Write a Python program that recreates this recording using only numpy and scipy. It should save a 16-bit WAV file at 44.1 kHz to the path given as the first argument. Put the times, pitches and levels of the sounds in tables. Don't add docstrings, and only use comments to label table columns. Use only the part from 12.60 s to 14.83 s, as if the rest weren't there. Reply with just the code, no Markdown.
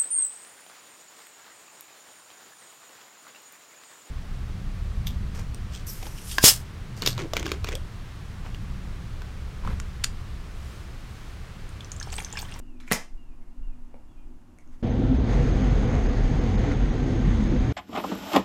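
import sys
import numpy as np
from scipy import signal
from scipy.fft import rfft, irfft
from scipy.io import wavfile
from scipy.ndimage import uniform_filter1d

SR = 44100
rng = np.random.default_rng(int(sys.argv[2]) if len(sys.argv) > 2 else 0)


def store_pcm(level_fs):
    pcm = np.round(np.clip(level_fs, -1, 1) * 32767).astype(np.int16)
    wavfile.write(sys.argv[1], SR, np.atleast_2d(pcm).T)


def how_loud(loudness_db):
    steps = np.asarray(loudness_db, float) / 20
    return 10 ** steps


N = 98166


def rms_one(x):
    return x / np.sqrt(np.mean(x ** 2) + 1e-20)


def at_hz(points, hz):
    table_hz, value = np.array(points).T[:2]
    return np.interp(np.log(hz), np.log(table_hz), value)


def colour(x, spectrum):
    hz = np.maximum(np.fft.rfftfreq(len(x), 1 / SR), 1)
    return rms_one(irfft(rfft(x) * how_loud(at_hz(spectrum, hz)), len(x)))


def band_noise(low_hz, high_hz, order, n):
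    sos = signal.butter(order, [low_hz, high_hz], "band", fs=SR, output="sos")
    return signal.sosfilt(sos, rng.standard_normal(n))


def click(s, db):
    x = np.full(N, 1e-18)
    x[int(s * SR)] = how_loud(db)
    return x


def ring(clicks, hz, t60):
    r, w = how_loud(-60 / (t60 * SR)), 2 * np.pi * hz / SR
    return signal.lfilter([0, np.sin(w)], [1, -2 * r * np.cos(w), r * r], clicks)


def snap(s, db, hz, t60):
    t = np.arange(N) / SR - s
    crack = rng.standard_normal(N) * (t >= 0) * how_loud(db - 120 * np.maximum(t, 0) / t60)
    top_hz = min(2.0 * hz, .45 * SR)
    crackle = signal.lfilter(*signal.butter(2, top_hz, fs=SR), crack + 1e-18)
    return np.array([ring(click(s, db), hz, t60), crackle])


# [t/s, peak level/dB, card ring f/Hz, ring t60/s, push into the table level/dB]
CONTACTS = [(.3148, -8, 1700, .004, -13), (.3149, -13, 4200, .0025, -30), (.3150, -19, 8500, .002, -30),
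            (.3192, -17, 1850, .010, -14), (.3202, -14, 1870, .010, -17), (.3216, -14, 14000, .0012, -30),
            (.3217, -9, 1860, .007, -18), (.3221, -6, 9400, .0024, -30), (.3239, -15, 3800, .003, -19),
            (.3254, -21, 14200, .003, -30), (.3306, -13, 5400, .004, -24), (.3322, -16, 7200, .0035, -22)]


def slap():
    return sum(snap(*row[:4]) for row in CONTACTS)


# [f/Hz, level/dB, t60/s]
TABLE = [(107, -26.5, 0.088), (219.2, -5.5, 0.028), (410, -13.5, 0.017), (508, -14, .04),
         (654.8, -15.5, 0.038), (745, -18.5, .05), (836, -20.5, .05), (1175, -10, 0.018),
         (1359.7, -19.5, 0.034)]


def table():
    pushes = sum(click(row[0], row[4]) for row in CONTACTS)
    soft_push = signal.lfilter([.2], [1, -.8], pushes)
    modes = sum(how_loud(db) * ring(soft_push, hz, t60) for hz, db, t60 in TABLE)
    return signal.lfilter(*signal.butter(2, 120, "high", fs=SR), modes)


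# [t/s, peak level/dB, ring f/Hz, ring t60/s]
TICKS = [(.2018, -42, 3500, .008), (.2065, -50, 6500, .006), (.2020, -48, 900, .012),
         (.2110, -48, 4000, .010), (.2365, -48, 1850, .012), (.2783, -33, 2300, .010),
         (.2851, -39, 7200, .004), (.2851, -38, 2300, .005), (.3095, -30, 2900, .008),
         (1.3425, -42, 520, .030), (1.3428, -41, 800, .012), (1.3430, -51, 2300, .010),
         (1.9865, -46, 2200, .010), (1.9865, -48, 6400, .004), (1.9868, -49, 8900, .003),
         (2.0755, -53, 6500, .005)]


def ticks():
    rings, cracks = sum(snap(*row) for row in TICKS)
    return rings + how_loud(-12) * cracks


# [t/s, level/dB]
SLIDE = [
    (.198, -86),
    (.203, -52.5),
    (.23, -66),
    (.262, -66.5),
    (.28, -50),
    (.298, -63.5),
    (.311, -41.5),
    (0.322, -24.5),
    (.345, -47),
]
# [f/Hz, level/dB per Hz]
CARD = [(500, -13.5), (1200, 4), (2300, 7), (3500, -4.5), (7000, -5), (11000, -13), (15000, -19.5)]


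def slide():
    grains_per_s, spread_db, end_s = 8000, 2.5, .012
    t, (s, db) = np.arange(N) / SR, np.transpose(SLIDE)
    hits = rng.random(N) < grains_per_s / SR
    sizes = how_loud(spread_db * np.minimum(rng.exponential(1, N), 4))
    grains = hits * sizes * rng.choice([-1, 1], N)
    stroke = how_loud(np.interp(t, s, db, left=-140)) * np.exp(-np.maximum(t - s[-1], 0) / end_s)
    return stroke * colour(grains, CARD)


# [f/Hz, t60/s]
ROOM_T60 = [(100, .17), (500, .2), (2000, .22), (5000, .21), (8000, .19), (11000, .145), (16000, .11)]
# [f/Hz, level/dB]
ROOM = [(100, -4.5), (300, 1.5), (1000, 3.5), (1500, 0), (2200, -1), (3200, -2), (5000, 4), (10000, -0.5),
        (16000, -2.5)]


def room(x):
    late_db, late_stretch = -12, 1.7
    peak_hz, peak_width_hz, peak_db = 2020, 350, -2
    onset_s, room_db = .009, -4
    t, edges = np.arange(SR // 2) / SR, 70 * 2 ** np.arange(0, 8.1, .5)
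    tail = 0
    for low, high in zip(edges, edges[1:]):
        hz = np.sqrt(low * high)
        fall_db = -60 * t / at_hz(ROOM_T60, hz)
        decay = how_loud(fall_db) + how_loud(late_db + fall_db / late_stretch)
        tail = tail + band_noise(low, high, 2, len(t)) * how_loud(at_hz(ROOM, hz)) * decay
    peak = signal.iirpeak(peak_hz, peak_hz / peak_width_hz, fs=SR)
    tail = tail + how_loud(peak_db) * signal.lfilter(*peak, tail)
    tail = tail * (1 - np.exp(-(t / onset_s) ** 2))
    return how_loud(room_db) * signal.fftconvolve(x, tail / np.linalg.norm(tail))[:N]


# [middle t/s, half length/s, level/dB]
RUSTLES = [
    (1.25, 0.06, -83),
    (1.875, .05, -97),
    (2.01, .02, -85),
    (2.14, 0.028, -65),
    (2.21, .02, -68),
]
# [f/Hz, level/dB per Hz]
CLOTH = [(700, 6.5), (2200, 6.5), (4000, -2), (7000, 0), (10000, -10), (15000, -19)]


def rustles():
    t = np.arange(N) / SR
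    swells = sum(how_loud(db) * np.exp(-((t - s) / half) ** 2) for s, half, db in RUSTLES)
    return swells * colour(rng.standard_normal(N), CLOTH)


# [start t/s, length/s, start f/Hz, end f/Hz, level/dB]
WHISTLES = [
    (.02, .17, 2840, 2420, -70),
    (.565, .185, 2830, 2440, -70),
    (.81, .09, 2170, 2080, -76),
    (.90, .07, 2780, 2850, -77),
    (1.02, .13, 2830, 2430, -70),
    (1.485, .08, 3420, 3030, -76),
    (1.565, .09, 2440, 2420, -71),
    (1.57, .07, 3120, 3080, -79),
    (1.28, .34, 2830, 2740, -81),
]


def bird():
    hold_share, fade_db, edge_s = .2, -2.5, .012
    dip_at, dip_width, dip_db = .62, .25, -5
    echo_s, echo_db, warble_hz = .11, -3, 25
    t, out = np.arange(N) / SR, 0
    warble = warble_hz * rms_one(uniform_filter1d(rng.standard_normal(N), size=300))
    for s, length, start_hz, end_hz, db in WHISTLES:
        u = np.clip((t - s) / length, 0, 1)
        gate = np.clip(np.minimum(t - s, s + length - t) / edge_s, 0, 1)
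        glide = np.sin(np.pi / 2 * np.clip((u - hold_share) / (1 - hold_share), 0, 1)) ** 2
        hz = start_hz + (end_hz - start_hz) * glide + warble
        level = how_loud(db + fade_db * u + dip_db * np.exp(-((u - dip_at) / dip_width) ** 2))
        out = out + level * np.sqrt(2) * gate * np.sin(2 * np.pi * np.cumsum(hz) / SR)
    t = np.arange(SR // 2) / SR
    echoes = rng.standard_normal(len(t)) * np.exp(-t / echo_s)
    return out + how_loud(echo_db) * signal.fftconvolve(out, echoes / np.linalg.norm(echoes))[:N]


# [t/s, level/dB]
DRAUGHT = [(0.0, -37), (0.49, -42), (0.56, -30), (0.61, -44), (0.71, -34), (0.77, -46), (0.81, -33),
           (0.95, -44), (1.0, -30), (1.54, -47), (1.64, -35), (2.0, -59), (2.05, -38), (2.22, -40)]
# [t/s, peak level/dB, f/Hz, half length/s]
THUDS = [
    (.335, -33, 32, .03),
    (1.00, -35, 36, .025),
    (1.062, -24, 23, .04),
]


def draught():
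    t, (s, db) = np.arange(N) / SR, np.transpose(DRAUGHT)
    rocking = band_noise(8, 19, 3, N + SR)[SR:]
    flutter = band_noise(19, 36, 3, N + SR)[SR:]
    rocking = rocking / np.sqrt(uniform_filter1d(rocking ** 2, size=6000))
    thuds = 0
    for s0, peak_db, hz, half in THUDS:
        swell = np.exp(-((t - s0) / half) ** 2)
        thuds = thuds + how_loud(peak_db) * swell * np.cos(2 * np.pi * hz * (t - s0))
    return how_loud(1 + np.interp(t, s, db)) * rms_one(rocking) + how_loud(-56.5) * rms_one(flutter) + thuds


# [f/Hz, level/dB per Hz]
FLOOR = [(45, 8), (110, -10), (200, -9), (420, -22.5), (900, -20.5), (2200, -33), (4000, -40), (7000, -39)]
# [f/Hz, width/Hz, level/dB]
HUM = [
    (98, 28, -64),
    (248.1, 11, -59),
    (301.1, 16, -64.5),
    (352.9, 18, -69),
]


def background():
    hum_start_db, hum_settle_s = 7, .25
    hum = 0
    for hz, width, db in HUM + [(2780, 220, -84)]:
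        once = ring(rng.standard_normal(N), hz, 1.6 / width)
        hum = hum + how_loud(db) * rms_one(ring(once, hz, 1.1 / width))
    settle = how_loud(hum_start_db * np.exp(-(np.arange(N) / SR / hum_settle_s) ** 2))
    hiss = colour(rng.standard_normal(N), [(14, -31)] + FLOOR + [(16000, -49)])
    return how_loud(-54.5) * hiss + hum * settle


def scene():
    rings, cracks = slap()
    wood, small = table(), ticks() + slide()
    to_room = how_loud(-14) * rings + how_loud(-11) * cracks + how_loud(-3.5) * wood + how_loud(-2.5) * small
    to_room = to_room + click(.321, 3.5)
    close = rings + how_loud(-5) * cracks + wood + small
    return (close + room(to_room) + rustles() + bird() + draught() + background())[None]


def top_cut(x):
    return signal.sosfilt(signal.butter(12, 16690, fs=SR, output="sos"), x)


def record(dry):
    end_s, fade_s, top_hz = 2.226, .004, 16800
    faded = dry * np.clip((end_s - np.arange(N) / SR) / fade_s, 0, 1)
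    mix = signal.sosfilt(signal.cheby2(12, 70, top_hz, fs=SR, output="sos"), faded)
    return top_cut(mix)


dry = scene()
out = record(dry)
store_pcm(out)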